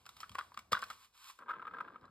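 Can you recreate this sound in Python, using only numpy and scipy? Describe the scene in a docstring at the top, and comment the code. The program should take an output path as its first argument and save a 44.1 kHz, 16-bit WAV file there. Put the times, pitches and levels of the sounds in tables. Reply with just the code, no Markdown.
"""The hollow plastic shell of a toy magazine knocks and ticks in the hand, each impact exciting its resonances.
Its lid snaps free and slides open with a soft hiss of friction. Soft gel balls are then poured in from
a bottle and patter on the shell, each landing sounding a short, damped note.
A close pair of microphones picks this up in a small room, with early reflections and a brief reverberation."""
import sys
import numpy as np
from scipy import signal
from scipy.fft import rfft, irfft, next_fast_len
from scipy.io import wavfile

SR = 44100
rng = np.random.default_rng(int(sys.argv[2]) if len(sys.argv) > 2 else 0)


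def unload_audio(sound):
    """Save the sound as a 16-bit wav file, at the path given as the first command line argument."""
    columns = np.transpose(np.atleast_2d(sound))
    # keep every value between -1 and 1, then stretch to whole-number steps
    steps = np.round(np.clip(columns, -1, 1) * 32767)
    wavfile.write(sys.argv[1], SR, steps.astype(np.int16))


N = 92610

# normal modes of the shell (frequency [Hz], level [dB], t60 [s])
SHELL_MODES = [(1034, -15, 0.1), (1124, -16, 0.17), (1477, -15, 0.16), (1600, -22, 0.079),
               (1815, -25.5, 0.16), (1958, -28.5, .15), (2880, -27, 0.14), (3430, -26, 0.16),
               (3910, -25.5, 0.11), (4860, -33, 0.17)]
# spectrum of a sharp tick or splat (frequency [Hz], level [dB])
TICK_SPECTRUM = [(300, -12), (700, -8.5), (1200, 9.5), (1700, -7), (2700, 0.5), (3800, -2.5), (5200, -1.5),
                 (6300, -8.5), (8000, -9), (13000, -14), (15500, -18)]


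def amp(db):
    return 10 ** (np.asarray(db) / 20)


def unit_rms(x):
    return x / np.sqrt(np.mean(x ** 2) + 1e-20)


def along(points, hz):
    """Interpolation of (frequency [Hz], value) points on a logarithmic frequency axis."""
    f, v = np.transpose(points)
    return np.interp(np.log(hz + 1), np.log(f + 1), v)


def envelope(rows):
    """Amplitude envelope through (time [s], level [dB]) points."""
    return amp(np.interp(np.arange(N) / SR, *np.transpose(rows)))


def filtered(x, response):
    """Linear filtering: the spectrum is multiplied by a complex frequency response."""
    size = next_fast_len(N + SR // 2)
    return irfft(rfft(x, size) * response(np.fft.rfftfreq(size, 1 / SR)), size)[..., :N]


def coloured(x, spectrum, size=4096):
    """Spectral shaping by a minimum-phase filter of unit energy."""
    cepstrum = irfft(np.log(amp(along(spectrum, np.fft.rfftfreq(size, 1 / SR)))))
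    cepstrum[1:size // 2] *= 2  # folding makes the filter causal
    cepstrum[size // 2 + 1:] = 0
    response = irfft(np.exp(rfft(cepstrum)))
    return signal.fftconvolve(x, response / np.linalg.norm(response))[:N]


def noise(spectrum):
    return coloured(rng.standard_normal(N), spectrum)


def fade(t, t60):
    """Exponential decay, by 60 dB in t60."""
    return np.exp(-np.log(1000) * t / t60)


def add(track, s, sound):
    """Superposition of a sound on the track at time s."""
    part = track[round(s * SR):][:len(sound)]
    part += sound[:len(part)]


def impulses(per_s, scatter_db):
    """A Poisson process: tiny independent blows of random strength and sign."""
    occurs = rng.random(N) < per_s / SR
    return occurs * amp(scatter_db * rng.standard_normal(N)) * rng.choice([-1, 1], N)


def bursts(rows, spectrum, rise_s=None):
    """Impact transients: decaying noise from (time [s], level [dB], t60 [s]) rows."""
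    out, t = np.zeros(N), np.arange(SR // 4) / SR
    onset = 1 - np.exp(-t / rise_s) if rise_s else 1
    for s, db, t60, *_ in rows:
        add(out, s, amp(db) * onset * fade(t, t60) * rng.standard_normal(len(t)))
    return coloured(out, spectrum)


def notes(rows, rise_s, t60):
    """Damped oscillation: one sinusoid for each (time [s], level [dB], frequency [Hz]) row."""
    out, t = np.zeros(N), np.arange(SR // 8) / SR
    shape = fade(t, t60) * (1 - np.exp(-t / rise_s))
    for s, db, hz in rows:
        add(out, s, amp(db) * shape * np.sin(2 * np.pi * hz * t))
    return out


def ringing(blows, modes):
    """Free vibration: each (time [s], level [dB]) blow excites the modes in a slightly different mix."""
    out, t = np.zeros(N), np.arange(SR // 3) / SR
    for s, db in blows:
        for hz, mode_db, t60 in modes:
            strength = amp(db + mode_db + rng.normal(0, 2.5))
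            add(out, s, strength * fade(t, t60) * np.sin(2 * np.pi * (hz * t + rng.random())))
    return out


def background():
    """Stationary noise: a faint floor, strongest in the bass."""
    # spectrum of the noise floor (frequency [Hz], level [dB])
    floor_spectrum = [(20, 5), (55, 10.5), (120, -0.5), (300, -5.5), (700, -4.5), (1100, -6), (2000, -16.5),
                      (5000, -20), (15000, -39)]
    return amp(-82.5) * noise(floor_spectrum)


def reverberation(x):
    """Absorption makes the diffuse field decay exponentially in each band; the bass lasts longest."""
    # reverberation time of the room (frequency [Hz], t60 [s])
    decay_times = [(100, 0.89), (1200, 0.28), (5000, 0.35), (14000, 0.46)]
    hz, t, bands = signal.stft(rng.standard_normal(SR // 2), SR, nperseg=256)
    tail = signal.istft(bands * fade(t, along(decay_times, hz)[:, None]), SR, nperseg=256)[1]
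    return signal.fftconvolve(x, tail / np.linalg.norm(tail))[:N]


def early_echoes(x, count=10):
    """Reflection from the table and nearby things returns copies 2 to 22 ms late."""
    taps = np.zeros(SR // 10)
    taps[(SR * rng.uniform(.002, .022, count)).astype(int)] = rng.standard_normal(count)
    return signal.fftconvolve(x, taps / np.linalg.norm(taps))[:N]


def microphone_pair(x):
    """Stereo pickup: the two channels differ in level and phase, by amounts that vary with frequency."""
    # phase lead of the left microphone (frequency [Hz], phase [rad])
    phase_lead = [(20, 0), (150, -.2), (350, -.6), (600, -1.2), (800, -.2), (1550, -.1), (2000, .7),
                  (2840, 2.0), (3960, .9), (5000, 1.1), (6050, 3.14), (7670, 6.1), (8440, 6.5),
                  (10200, 9.4), (12000, 12.3), (13000, 12.8), (14700, 15.7), (15800, 16.3)]
    # left level minus right (frequency [Hz], level [dB])
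    balance = [(100, 1), (400, 2.5), (700, -3), (1050, 2.5), (1700, 0.5), (2300, 1), (2700, -1.5),
               (3600, -1), (4600, -3), (5700, -1.5), (15000, 1)]
    half = np.array([[.5], [-.5]])
    return filtered(x, lambda hz: amp(half * along(balance, hz))
                    * np.exp(1j * half * along(phase_lead, hz)))


def handling():
    """Low-frequency excitation: the hand thuds and rustles, and the lid's snap shakes the side panels."""
    # bumps of hand and lid on the shell (time [s], level [dB], t60 [s])
    thuds = [(.302, -56, 0.12), (.575, -61, 0.073), (.722, -44.5, 0.067), (2.02, -64.5, 0.54)]
    # spectra of a bump and of the gripping hand (frequency [Hz], level [dB])
    thud_spectrum = [(25, -21), (55, 0), (120, 3.5), (220, 0.5), (400, -26.5), (6000, -90)]
    grip_spectrum = [(25, -10), (70, 4.5), (300, -8.5), (750, -7), (3000, -39.5)]
    # modes of the broad side panels (frequency [Hz], level [dB], t60 [s])
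    panel_modes = [(496, -35, 0.064), (661, -38.5, 0.067)]
    snap_s, lid_free_s, relax_db_per_s = .722, .9, 101
    relaxed_s = np.maximum(np.arange(N) / SR - lid_free_s, 0)
    grip = amp(-74 - relax_db_per_s * relaxed_s) * noise(grip_spectrum)
    return bursts(thuds, thud_spectrum) + ringing([(snap_s, 0)], panel_modes) + grip


def rubbing():
    """Stick-slip friction: fingers and lid hiss, and tiny slips in the rails scratch and ring the shell."""
    # strength of the rubbing (time [s], level [dB])
    rub_levels = [(0, -72.5), (.05, -76), (.10, -69), (.15, -71.5), (.21, -63), (.27, -71.5), (.42, -67.5),
                  (.50, -74), (.70, -83.5), (.80, -74), (.92, -60), (.96, -67.5), (1.05, -63),
                  (1.09, -79.5), (1.12, -83.5), (1.15, -68), (1.23, -61), (1.30, -54.5), (1.34, -70),
                  (1.45, -86.5)]
    # spectrum of sliding on plastic (frequency [Hz], level [dB])
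    slide_spectrum = [(450, -37.5), (680, -32.5), (800, -13), (1050, 1.5), (1400, -6), (1850, -13),
                      (2400, -7), (4200, -8), (5700, -11.5), (7000, -13.5), (11000, -15.5), (13500, -18.5),
                      (15500, -24)]
    hiss = unit_rms(noise(slide_spectrum))
    slips = impulses(per_s=380, scatter_db=4)
    scratch = unit_rms(coloured(slips, slide_spectrum))
    ring = unit_rms(signal.fftconvolve(slips, ringing([(0, 0)], SHELL_MODES))[:N])
    return envelope(rub_levels) * (hiss + amp(-5.5) * (scratch + ring / 2))


def pouring():
    """Soft impacts: gel balls flatten as they land, over a lighter patter and a jostling, growing heap."""
    # distinct landings (time [s], level [dB], frequency [Hz])
    balls = [(1.389, -44.5, 1356), (1.426, -42, 1350), (1.483, -35, 1320), (1.49, -27, 1226),
             (1.4959, -26.5, 1270), (1.505, -28, 1320), (1.5087, -27, 1390), (1.5141, -28, 1296),
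             (1.533, -37, 1317), (1.537, -31, 1338), (1.56, -41, 1040), (1.5955, -35, 1300),
             (1.618, -35.5, 1303), (1.623, -34.5, 1350), (1.6517, -34, 1232), (1.669, -31, 1292),
             (1.677, -30, 1278), (1.681, -36.5, 1590), (1.71, -38, 1296), (1.7375, -33, 1332),
             (1.745, -34, 1590), (1.768, -34, 1248), (1.7845, -31, 1350), (1.803, -31.5, 1380),
             (1.807, -25.5, 1284), (1.881, -36, 1363), (1.958, -35.5, 1255), (2.041, -44, 1234),
             (2.079, -50.5, 1346)]
    # strength of the pouring (time [s], level [dB])
    pour_levels = [(1.37, -135), (1.392, -50), (1.45, -54), (1.51, -50), (1.58, -50.5), (1.68, -55),
                   (1.75, -49.5), (1.82, -52), (1.88, -54.5), (1.95, -56.5), (2.0, -67.5), (2.05, -56.5),
                   (2.1, -73)]
    # spectra of a gel contact and of the heap (frequency [Hz], level [dB])
    gel_spectrum = [(80, -26), (250, -23.5), (500, -4.5), (750, -16), (1020, 6), (1330, -1), (1440, -7.5),
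                    (1580, 6.5), (1800, -7.5), (2500, -12), (2750, -15.5), (3500, -13.5), (5200, -45),
                    (8000, -48.5), (15000, -40)]
    heap_spectrum = [(40, -14), (120, -3), (250, 4), (500, 2), (750, -5.5), (1200, 3.5), (2000, -21),
                     (4000, -22), (8000, -41.5)]
    squash_s, patter_cutoff_hz, heap_db_per_s = .001, 1200, 19
    splat_exponent, hard_db = 1.494, -3.5  # the wet splat grows faster with the blow than the note does
    contact = bursts([(s, db - 8.5, .024) for s, db, _ in balls], gel_spectrum, squash_s)
    splats = [(s, hard_db + splat_exponent * (db - hard_db), .035) for s, db, _ in balls]
    splat = amp(-22.5) * bursts(splats, TICK_SPECTRUM, squash_s)
    landings = coloured(impulses(per_s=450, scatter_db=5), gel_spectrum)
    patter = unit_rms(filtered(landings, lambda hz: 1 / (1 + 1j * hz / patter_cutoff_hz)))
    heap_growth = amp(heap_db_per_s * (np.arange(N) / SR - 1.887))  # as strong as the patter at 1.887 s
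    heap = heap_growth * unit_rms(noise(heap_spectrum))
    flow = amp(-7) * envelope(pour_levels) * (patter + heap)
    return amp(-3.5) * notes(balls, rise_s=.00065, t60=.035) + contact + splat + flow


def ticks():
    """Brief contact gives a broad spectrum: small stiff parts crack and ping."""
    # ticks of the catch, seams and bottle neck (time [s], level [dB], t60 [s], ping frequency [Hz])
    cracks = [(.055, -55, 0.029, 4920), (0.0635, -49, 0.036, 5230), (.091, -45, 0.024, 3750),
              (.167, -51.5, 0.037, 3740), (.204, -44, 0.037, 5130), (0.211, -52.5, 0.083, 12500),
              (0.2943, -46.5, 0.019, 3230), (0.3163, -53.5, 0.054, 3330), (0.348, -52, 0.039, 2170),
              (0.3538, -42.5, 0.012, 2340), (0.3848, -41, 0.012, 3320), (0.39, -42, 0.015, 3350),
              (0.543, -53, 0.027, 4580), (0.575, -44, 0.016, 2480), (0.591, -45.5, 0.03, 2265),
              (0.7179, -46, 0.087, 4150), (.722, -29, 0.027, 4850), (0.7299, -25.5, 0.011, 3468),
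              (0.735, -41, 0.025, 2290), (0.744, -47, 0.022, 3840), (0.791, -44, 0.021, 2130),
              (.819, -45.5, 0.05, 7600), (0.8381, -42, 0.035, 2590), (0.9011, -43.5, 0.051, 3290),
              (0.93, -53.5, 0.029, 7800), (1.389, -57, 0.024, 2210), (2.012, -62.5, 0.0073, 3840),
              (2.055, -62.5, 0.0072, 4060)]
    pings = notes([(s, db - 1.5, hz) for s, db, _, hz in cracks], rise_s=.0003, t60=.019)
    return bursts(cracks, TICK_SPECTRUM) + pings


def knocks():
    """Impact excites resonance: plastic scuffs and strikes plastic, a hollow note sounds, the walls ring."""
    # blows of the lid on the shell (time [s], level [dB], frequency [Hz])
    blows = [(0.066, -41.5, 1422), (0.2315, -31.5, 1319), (0.24, -36.5, 1320), (0.353, -29, 1084),
             (0.3555, -31.5, 1070), (0.385, -26.5, 1086), (0.389, -28.5, 1410), (0.3945, -30, 1175),
             (.402, -36, 1444), (.4095, -32.5, 1225), (.519, -46.5, 980), (0.545, -46, 1127),
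             (0.574, -29, 1142), (.7195, -31.5, 675), (.722, -31, 1324), (.7305, -15.5, 1230),
             (0.745, -25, 1472), (.751, -21, 1500), (0.766, -32, 1137), (0.7704, -30.5, 1450),
             (0.776, -34, 1437), (0.8251, -28, 1138), (0.83, -29, 1533), (0.9017, -33, 1330),
             (0.908, -31, 1260), (1.299, -44.5, 1080)]
    # spectrum of hard plastic contact (frequency [Hz], level [dB])
    contact_spectrum = [(80, -33.5), (300, -19), (500, -12.5), (750, -15), (1100, 0), (1600, 1), (2200, -9),
                        (4000, -15.5), (6500, -33), (15000, -43)]
    ring_exponent, hard_db = 1.24, -17  # hard blows ring the walls more than in proportion
    scuff_lead_s = .005
    ring = ringing([(s, hard_db + ring_exponent * (db - hard_db)) for s, db, _ in blows], SHELL_MODES)
    contact = bursts([(s, db - 10, .018) for s, db, _ in blows], contact_spectrum)
    scuff = bursts([(s - scuff_lead_s, db - 28, .12) for s, db, _ in blows], contact_spectrum)
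    return notes(blows, rise_s=.00078, t60=.021) + amp(-11) * ring + contact + scuff


def scene():
    """Direct and reflected sound superpose; the diffuse treble differs between the two microphones."""
    direct = knocks() + ticks() + handling() + rubbing() + pouring()
    common = direct + amp(-17.5) * early_echoes(direct) + amp(-15) * reverberation(direct) + background()
    tails = np.array([reverberation(direct), reverberation(direct)])
    diffuse = filtered(tails, lambda hz: hz / (hz + 600))
    return microphone_pair(common + amp(-13.5) * diffuse)


def record(dry):
    """Band limiting: the deep bass and the highest treble are removed."""
    low_cut_hz, top_hz = 44, 15950
    thin = signal.sosfilt(signal.butter(3, low_cut_hz, 'high', fs=SR, output='sos'), dry)
    return filtered(thin, lambda hz: hz < top_hz)


dry = scene()
out = record(dry)
unload_audio(out)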